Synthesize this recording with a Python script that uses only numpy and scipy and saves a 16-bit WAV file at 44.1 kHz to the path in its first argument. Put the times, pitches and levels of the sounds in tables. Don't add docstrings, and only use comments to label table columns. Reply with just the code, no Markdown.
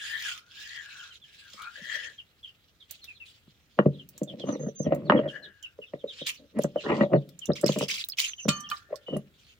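import sys
import numpy as np
from scipy import signal
from scipy.fft import rfft, irfft, next_fast_len
from scipy.io import wavfile
from scipy.ndimage import uniform_filter1d, map_coordinates

SR = 44100
rng = np.random.default_rng(int(sys.argv[2]) if len(sys.argv) > 2 else 0)


def rack_gain(trim_db):
    fader = np.asarray(trim_db, float)
    return 10 ** (fader / 20)


def transcribe(u):
    v = np.clip(np.atleast_2d(u).T, -1, 1)
    q = np.round(v * 32767).astype(np.int16)
    wavfile.write(sys.argv[1], SR, q)


N = 422919


def unit(x):
    return x / np.sqrt(np.mean(x ** 2) + 1e-20)


def along(points, hz):
    f, v = np.transpose(points)
    return np.interp(np.log(hz + 1), np.log(f + 1), v)


def curves(tables):
    t = np.arange(N) / SR
    rows = np.vstack(tables)
    sounding = sum((t >= table[0][0]) & (t <= table[-1][0]) for table in tables)
    level_db, *rest = [np.interp(t, rows[:, 0], column) for column in rows.T[1:]]
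    return [rack_gain(level_db) * uniform_filter1d(sounding * 1., size=441), *rest]


def strokes(rows, rise_s, fade_s):
    gain = np.zeros(N)
    for s, hold, db in rows:
        at = np.arange(max(int((s - rise_s) * SR), 0), min(int((s + hold + fade_s) * SR), N))
        t = at / SR - s
        rise_db = -60 * np.maximum(-t, 0) / rise_s
        fade_db = -60 * np.maximum(t - hold, 0) / fade_s
        gain[at] += rack_gain(db + rise_db + fade_db)
    return gain


def wobble(rate):
    return map_coordinates(rng.standard_normal(N // 100), [np.arange(N) * rate / SR])


def filtered(x, response):
    m = next_fast_len(N + SR // 2)
    return irfft(rfft(x, m) * response(np.fft.rfftfreq(m, 1 / SR)), m)[..., :N]


def coloured(x, spectrum, lo_hz, hi_hz):
    y = filtered(x, lambda hz: rack_gain(along(spectrum, hz)))
    return y / np.std(filtered(y, lambda hz: (hz > lo_hz) & (hz < hi_hz)))


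def grit(rate, spread_db, smooth):
    chance, luck = rng.random((2, N))
    size = rack_gain(-spread_db * np.log(luck + 1e-4)) * rng.choice([-1, 1], N)
    impulses = unit((chance < rate / SR) * size)
    return unit(impulses + smooth * rng.standard_normal(N))


def hiss(level, body, rate, smooth, flutter_db, patchy_db):
    z = signal.stft(grit(rate, 3.17, smooth) * rack_gain(flutter_db * wobble(45)), nperseg=256)[2]
    patches = uniform_filter1d(rng.standard_normal(z.shape), size=5, axis=0)
    patches = uniform_filter1d(patches, size=14, axis=1)
    grains = signal.istft(z * rack_gain(patchy_db * unit(patches)), nperseg=256)[1][:N]
    return level * coloured(grains, body, 4600, 5800)


def tail(seconds, t60):
    hz, t, z = signal.stft(rng.standard_normal((2, int(seconds * SR))), SR, nperseg=128)
    y = signal.istft(z * rack_gain(-60 * t / t60(hz)[:, None]), SR, nperseg=128)[1]
    return y / np.linalg.norm(y[0])


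def echo(x, response):
    return signal.fftconvolve(np.atleast_2d(x), response, axes=1)[:, :N]


def panned(x, pan_db):
    return x * rack_gain(np.array([pan_db / 2, -pan_db / 2]))


# frequency in Hz, relative spectral level in dB.
AIR_SPECTRUM = [(30, -7.5), (80, 6.5), (190, -4.5), (550, -12), (1030, -19.5), (1260, -14.5), (2500, -18.5),
                (3700, -22), (5200, -27), (13000, -30.5), (15200, -23), (16500, -36.5)]


def yard_air():
    air = unit(coloured(rng.standard_normal(N), AIR_SPECTRUM, 25, 16500))
    return rack_gain(-68) * air * rack_gain(0.83 * wobble(2.3))


# time in seconds, hiss level in dB,
# level of the hollow under the palm in dB, pitch of the hollow in Hz.
PALM_WIPES = [
    [(0, -53.5, -46, 1710), (.12, -54, -42, 1780), (.215, -53, -42.5, 1870), (.3, -47, -46, 1456),
     (.38, -59, -57.5, 1338), (.45, -91, -69.5, 1423)],
    [(.46, -80, -71, 1413), (.6, -57, -53.5, 1715), (.77, -62.5, -40, 1905), (.86, -65.5, -52.5, 1596),
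     (1.05, -63.5, -49.5, 1465), (1.18, -74, -79, 1492)],
    [(1.24, -71.5, -81, 1723), (1.46, -68.5, -58.5, 1608), (1.56, -62.5, -65, 1193),
     (1.6, -64.5, -46, 1269), (1.71, -68.5, -53.5, 1495), (1.8, -66, -49.5, 1830), (1.94, -54, -35, 1862),
     (2.1, -66, -56, 1792), (2.19, -85, -74, 1680)],
    [(5.283, -66.5, -64, 1530), (5.36, -73.5, -42, 1705), (5.53, -103, -62, 1697),
     (5.747, -111, -68.5, 1427)],
]


def palm_hollow():
    level, hz = curves([[(s, db, hz) for s, _, db, hz in stroke] for stroke in PALM_WIPES])
    grains = np.array([grit(600, 2.6, .9), grit(600, 2.6, .9)])
    envelope = filtered(grains, lambda f: 1 / (1 + (f / 125) ** 2) ** 1.05)
    phase = 2 * np.pi * np.cumsum(hz) / SR
    ring = lambda k: envelope[0] * np.cos(k * phase) + envelope[1] * np.sin(k * phase)
    hollow = unit(ring(1) + 0.35 * ring(1.75))
    return panned(level * rack_gain(3.54 * wobble(25.02) - 3.5) * hollow, np.array([5.5]))


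# start in seconds, hold in seconds, hiss level in dB.
STONE_DRAGS = [(4.4, 0.17, -74.5), (6.13, 0.16, -61.5), (6.615, 0.037, -63), (6.81, 0.073, -58.5),
               (6.9, 0.13, -63)]


def dragging():
    return strokes(STONE_DRAGS, rise_s=0.08, fade_s=0.1) + rack_gain(-82.5)


# start in seconds, hold in seconds, hiss level in dB.
FINGER_BRUSHES = [(2.898, 0.053, -67.5), (3.038, 0.058, -75), (3.258, 0.079, -67.5), (9.38, 0.14, -74)]
# frequency in Hz, relative spectral level in dB.
WET_SPECTRUM = [(410, -73), (700, -36.5), (1790, -14), (2490, -6.5), (3330, -0.5), (5960, -15.5),
                (6990, -13.5), (8750, -25.5), (11000, -25), (13700, -48), (15000, -20), (15900, -32),
                (16500, -76)]


def rubbing():
    level = curves(PALM_WIPES)[0] + strokes(FINGER_BRUSHES, rise_s=0.036, fade_s=0.28)
    hand = hiss(level, WET_SPECTRUM, rate=1800, smooth=1.0, flutter_db=2.2, patchy_db=3.35)
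    drag = hiss(dragging(), WET_SPECTRUM, rate=2200, smooth=1.0, flutter_db=3.4, patchy_db=2.8)
    return hand + filtered(drag, lambda hz: 1 / (1 + (hz / 8500) ** 4))


def whistle(first_hz, last_hz, length, hold, rough):
    u = np.arange(int(length * SR)) / (length * SR)
    hz = first_hz + (last_hz - first_hz) * np.clip((u - hold) / (1 - hold), 0, 1) ** 0.96
    phase = 2 * np.pi * np.cumsum(hz) / SR + rough * np.cumsum(rng.standard_normal(len(u)))
    return np.sin(np.pi * u) ** 0.36 * np.sin(phase)


# start in seconds, first pitch in Hz, relative level in dB.
CHICK_PEEPS = [(.99, 3187, -51), (1.105, 3130, -54), (1.215, 3546, -56.5), (2.18, 3222, -47.5),
               (2.43, 3368, -46.5), (2.471, 3197, -54), (2.80, 3810, -56.5), (3.016, 4224, -52.5),
               (3.075, 2700, -47), (3.145, 4170, -59.5), (3.20, 2760, -49), (3.931, 4040, -60.5),
               (3.985, 3330, -52), (4.276, 3590, -47.5), (4.395, 3510, -49), (4.53, 4514, -62),
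               (4.845, 3325, -58.5), (5.05, 4400, -59), (5.164, 3300, -45), (5.277, 3282, -44.5),
               (5.425, 4134, -49), (5.625, 3050, -44.5), (5.815, 2900, -49), (5.86, 3660, -61.5),
               (5.984, 3776, -62.5), (6.074, 3804, -45.5), (6.20, 3784, -44.5), (6.36, 4780, -59.5),
               (6.768, 3020, -45.5), (7.015, 4160, -57.5), (7.15, 4380, -61.5), (7.415, 3172, -44),
               (8.38, 3034, -44), (8.635, 3190, -49)]
# start in seconds, first pitch in Hz, length in seconds, relative level in dB.
HOARSE_TONES = [(4.456, 6234, .09, -46), (4.59, 6420, 0.11, -48), (4.748, 6320, 0.1, -46.5),
                (8.227, 6390, 0.099, -45), (8.355, 6260, 0.098, -42.5), (8.519, 6340, 0.097, -44),
                (9.063, 2963, 0.11, -43.5)]


def chicks_and_hoarse_tones():
    rest_hz, fall = 2043, .45
    out = np.zeros(N)
    for s, first_hz, db in CHICK_PEEPS:
        last_hz = first_hz - fall * (first_hz - rest_hz)
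        note = whistle(first_hz, last_hz, rng.uniform(0.026, .044), rng.uniform(.1, .45), 0.035)
        out[round(s * SR):][:len(note)] += rack_gain(db + 8.5) * note
    for s, hz, length, db in HOARSE_TONES:
        note = whistle(hz, .92 * hz, length, 0.7, 0.045)
        note = note * rack_gain(3.8 * wobble(70)[:len(note)])
        out[round(s * SR):][:len(note)] += rack_gain(db + 2.0) * note
    return out


# time in seconds, and relative levels in dB of blow, hardness and deep thud.
STONE_KNOCKS = [(1.54, -47.5, -10, -18), (1.816, -65.5, -24, 15), (3.475, -56.5, -7, 9),
                (3.789, -3.5, -8, -18), (3.859, -5.5, -30.5, -3.5), (4.216, -18, -33, -8),
                (4.337, -34.5, -35, -8), (4.402, -29.5, -34, -19), (4.437, -20.5, -47, -14),
                (4.487, -20, -38.5, -25), (4.554, -23.5, -40, -9), (4.8, -20, -47, -9),
                (4.864, -13, -37, -8), (4.922, -9, -18.5, -16.5), (5.098, -11, 2.5, -15),
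                (5.121, -9.5, -2, -15), (5.19, -9, -19.5, -20.5), (5.788, -26, -25.5, -29),
                (5.936, -17.5, -22, -18.5), (6.040, -17.5, -34, -32), (6.215, -28, -38, -17.5),
                (6.59, -11, -37, -27.5), (6.644, -13, -18.5, -11.5), (6.759, -11.5, -31, -32),
                (6.918, -17, -17.5, -19), (7.009, -9, -9, -14.5), (7.134, -12.5, -8, -9.5),
                (7.149, -11.5, -24, -6.5), (7.49, -20.5, -30, 0.5), (7.502, -7.5, -27.5, -18),
                (7.637, -6, -26, -22), (7.658, -18.5, -24, -7.5), (7.692, -16.5, -9.5, -9),
                (7.761, -15.5, -18, -18), (7.81, -17, -11.5, -12), (7.825, -18, -15.5, -10.5),
                (8.453, -19.5, -25, -8), (8.482, -20.5, -6, 3), (8.927, -20, -26.5, -47.5),
                (9.084, -18.5, -24, -31.5), (9.132, -16.5, -37, -13.5), (9.165, -21.5, -14, -9)]
# start in seconds, hold in seconds, relative rumble level in dB,
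# deep rumble over it in dB.
STONE_ROLLS = [(1.767, 0.34, -58.5, -23), (4.137, 0.042, -57, 0), (4.279, 0.12, -45.5, -2),
               (4.468, 0.081, -33.5, -5.5), (4.597, 0.041, -33.5, -0.5), (4.666, 0.017, -36.5, 3.5),
               (4.852, 0.25, -36, -0.5), (5.124, 0.044, -20, -13.5), (5.179, 0.085, -29, -11),
               (5.269, 0.22, -49.5, -11), (6.39, 0.053, -53.5, -2.5), (6.565, 0.023, -30, -2.5),
               (6.863, 0.087, -23, -5), (6.977, 0.08, -27, -4.5), (7.12, 0.045, -29.5, -2),
               (7.779, 0.03, -36.5, -4.5), (8.905, 0.036, -38.5, -30), (9.124, 0.026, -33.5, 1)]
# frequency in Hz, width in Hz, gain in dB.
STONE_MODES = [(91, 20, -19.5), (144.6, 21, -3), (196, 55, -2), (296, 88, -5.5), (376, 104, -8),
               (491, 119, -8), (590, 84.6, -5), (900, 560, 3), (1240, 550, 1.5), (1907, 160, -3),
               (2900, 140, -6.5)]


def stone():
    hz, width, gain_db = np.transpose(STONE_MODES)
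    high = hz > 800
    depth = np.clip(np.log(500 / hz) / np.log(2.5), 0, 1)

    def moves(deep):
        rolls = [(s, hold, db + deep * low) for s, hold, db, low in STONE_ROLLS]
        rocks = [(s, 0, db - 15 + deep * (low + 10)) for s, db, _, low in STONE_KNOCKS]
        return strokes(rolls, rise_s=0.068, fade_s=0.091) + 1e-9 + strokes(rocks, rise_s=.03, fade_s=0.081)

    level = moves(0)
    crushed = unit(grit(350, 2, .6) * rack_gain(3 * wobble(40)))
    scrape = rack_gain(34) * level ** 1.317 * dragging() ** 0.41
    rumble = rack_gain(25) * level * (moves(0.81) / level) ** depth[:, None]
    force = crushed * np.where(high[:, None], scrape, rumble)
    force = force * rack_gain(2.9 * np.array([wobble(12) for _ in hz]))

    t = np.arange(2000) / SR
    for s, db, hard_db, deep_db in STONE_KNOCKS:
        strength = np.where(high, hard_db + 29.0, 44 + depth * (deep_db + 5.5))
        chatter = 0.18 * (rng.random(len(t)) < 900 / SR) * rng.standard_normal(len(t)) * rack_gain(-60 * t / 0.097)
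        chatter[0] = 1
        blow_gain = rack_gain(db + strength + rng.normal(0, 2.2, len(hz)))
        force[:, round(s * SR):][:, :len(t)] += blow_gain[:, None] * chatter

    c, w = hz[:, None], width[:, None]
    top = np.where(high, 3600, 780)[:, None]
    sign = (-1.) ** np.arange(len(hz))[:, None]
    mode = lambda f: sign * rack_gain(gain_db)[:, None] * 1j * f * w / (c * c - f * f + 1j * f * w)
    blunt = lambda f: 1 / (1 - (f / top) ** 2 + 1.4j * f / top) ** 3
    radiation = lambda f: (f / (f - 38j)) ** 2
    return filtered(force, lambda f: mode(f) * blunt(f) * radiation(f)).sum(axis=0)


# time in seconds, relative level in dB, centre frequency in Hz.
SMALL_TICKS = [(1.619, -37.5, 3290), (2.9091, -32.5, 14730), (3.0423, -40, 4860), (4.089, -39.5, 14830),
               (4.178, -36, 6900), (4.233, -38, 7000), (4.9471, -39.5, 14820), (5.627, -43, 6500),
               (6.62, -38, 13040), (7.29, -43, 4654), (7.39, -46, 6970), (6.2672, -28.5, 4387),
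               (6.5873, -42, 10200), (6.6353, -31.5, 7050), (7.456, -34.5, 6520), (7.612, -33.5, 8160),
               (7.662, -28, 8150), (7.7864, -25.5, 7570), (7.885, -31, 4610), (8.0455, -35.5, 15300),
               (8.086, -25, 14700), (8.482, -30.5, 4000), (8.6044, -39, 7730), (8.7002, -30.5, 4030),
               (8.957, -39, 4530), (9.167, -42.5, 10530)]


def ticks():
    out, t = np.zeros((2, N + SR)), np.arange(1800) / SR
    for s, db, hz in SMALL_TICKS:
        a, b, c = rng.standard_normal((3, len(t)))
        ring = uniform_filter1d(a, size=24) * np.sin(2 * np.pi * hz * t)
        ring = ring + uniform_filter1d(b, size=24) * np.cos(2 * np.pi * hz * t)
        snap = np.gradient(c) * rack_gain(-60 * t / 0.022)
        crack = (3 * ring * rack_gain(-60 * t / 0.02) + 0.5 * snap) * (1 - np.exp(-t / 0.00057))
        out[:, round(s * SR):][:, :len(t)] += panned(rack_gain(db) * crack, rng.normal(-4.5, 8.6, 1))
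    return out[:, :N]


# start in seconds, hold in seconds, relative level in dB.
WATER_SPLASHES = [(6.264, 0.037, -43.5), (7.555, 0.008, -49), (7.66, 0.041, -44), (7.72, 0.018, -48),
                  (7.785, 0.042, -47.5), (7.883, 0.04, -39), (7.94, 0.045, -47.5), (8.172, 0.0062, -46),
                  (8.185, 0.03, -35.5), (8.24, 0.025, -51.5), (8.484, 0.0075, -37), (8.695, 0.084, -58.5)]
# start in seconds, level in dB, starting pitch in Hz.
SINGLE_DROPS = [(7.469, -39.5, 3500), (7.534, -31, 5000), (7.644, -30, 4900), (8.135, -33, 3070),
                (8.69, -36.5, 5750), (8.77, -39, 4690), (7.519, -34, 3800), (7.663, -21.5, 5140),
                (7.681, -21, 4340), (7.721, -24, 3280), (7.91, -27, 3070), (8.012, -27, 3360),
                (8.04, -22, 3750), (8.099, -29.5, 5000), (8.121, -28.5, 4240), (8.334, -29, 2930),
                (8.941, -39.5, 1050)]
# frequency in Hz, relative spectral level in dB.
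SPLASH_SPECTRUM = [(350, -74), (600, -40), (849, -26.5), (948, -13.5), (1560, -10.5), (3000, 3.5),
                   (7180, -7), (12500, -22), (15000, -14.5), (15800, -20), (16500, -55)]


def water():
    level = strokes(WATER_SPLASHES, rise_s=0.0079, fade_s=0.18)
    t, drops = np.arange(1400) / SR, np.zeros(N + SR)
    spray = []
    for late, pitch, size in rng.random((450, 3)):
        s = 7.4 + late
        flow_db = 20 * np.log10(level[int(s * SR)] + 1e-9)
        spray.append((s, flow_db + 14 * size - 3, 2000 * 3.6 ** pitch))
    for s, db, hz in spray + SINGLE_DROPS:
        life = 3 * t * hz / (7.1 * rng.uniform(0.65, 1.8))
        tone = np.sin(2 * np.pi * hz * t * (1 + 0.039 * life / 6))
        drops[int(s * SR):][:len(t)] += rack_gain(db) * tone * life * np.exp(1 - life)
    flow = hiss(level, SPLASH_SPECTRUM, rate=1300, smooth=.9, flutter_db=3.2, patchy_db=4)
    return rack_gain(-2.0) * flow + drops[:N]


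# time in seconds, relative level in dB, damping as a ratio (1 = free),
# tilt in dB per octave.
POT_CONTACTS = [(8.486, -26, 1.02, 2.5), (8.7135, -15.5, 6.3, -3.5)]
# frequency in Hz, relative level in dB, undamped 60 dB decay time in seconds.
POT_MODES = [(797, -26.5, 0.78), (1187.5, -0.5, 0.6), (1390, 3, 0.17), (1787, -13.5, 0.78),
             (2470, -1.5, 0.2), (3020, -1.5, 0.33), (4400, -5.5, 0.27)]


def pot():
    out, t = np.zeros(N + SR), np.arange(9900) / SR
    ending = np.clip((t[-1] - t) / 0.011, 0, 1)
    onset = 1 - np.exp(-(t / 0.0015) ** 2)
    for s, db, damping, tilt_db in POT_CONTACTS:
        ring = 0
        for hz, mode_db, t60 in POT_MODES:
            unsteady = np.cumsum(rng.normal(0, 0.04, len(t)))
            decay = rack_gain(mode_db + tilt_db * np.log2(hz / 1300) - 60 * t * damping / t60)
            ring = ring + decay * np.sin(2 * np.pi * hz * t + unsteady)
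        clatter = 0.33 * rack_gain(tilt_db - 60 * t / 0.015) * np.gradient(rng.standard_normal(len(t)))
        out[round(s * SR):][:len(t)] += rack_gain(db - 7.5) * (ring + clatter) * ending * onset
    body = tail(0.6, lambda hz: 1.26 / (1 + ((hz - 1750) / 300) ** 4) + 0.085)[:1]
    return out[:N] + rack_gain(-18.5) * echo(out[:N], body)[0]


# frequency in Hz, 60 dB decay time in seconds.
YARD_DECAY = [(150, 0.56), (600, 0.21), (3000, 0.071), (12000, 0.073)]


def yard():
    return tail(.4, lambda hz: along(YARD_DECAY, hz))


# frequency in Hz, side over mid in dB.
SIDE_OVER_MID = [(60, -2.5), (180, -15), (500, -7.5), (1500, 0.5), (5000, -1), (15000, -0.5)]


def side_of(centre):
    turn = 2 * wobble(4)
    paths = echo(centre, tail(.1, lambda hz: .05 + 0 * hz))
    unlike = (paths * [np.cos(turn), np.sin(turn)]).sum(axis=0)
    treble = lambda hz: hz ** 4 / (hz ** 4 + 700 ** 4)
    width = lambda hz: rack_gain(along(SIDE_OVER_MID, hz))
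    side = filtered(unlike, lambda hz: width(hz) * treble(hz))
    return side + filtered(centre, lambda hz: 1j * width(hz) * (1 - treble(hz)))


def scene():
    blows, tones = stone() + pot(), chicks_and_hoarse_tones()
    centre = blows + rack_gain(-20) * echo(blows, yard())[0] + rubbing() + water() + 0.3 * tones
    centre = centre + yard_air()
    side = side_of(centre)
    near = palm_hollow() + ticks()
    walls = rack_gain(-1.5) * echo(tones, tail(0.24, lambda hz: 0.1 + 0 * hz))
    return np.array([centre + side, centre - side]) + near + walls + echo(near, yard())


def low_pass(x):
    return signal.sosfilt(signal.butter(12, 16820, fs=SR, output="sos"), x)


# frequency in Hz, left over right in dB.
LEFT_OVER_RIGHT = [(1000, 0.5), (3000, 1), (6000, -9), (15000, 7.5)]


def record(dry):
    bass_cut = lambda hz: hz ** 3 / (hz ** 3 + 28 ** 3)
    colour = lambda hz: rack_gain(np.outer([.5, -.5], along(LEFT_OVER_RIGHT, hz)))
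    mix = filtered(dry, lambda hz: bass_cut(hz) * colour(hz) * (hz < 16300))
    return low_pass(mix)


dry = scene()
out = record(dry)
transcribe(out)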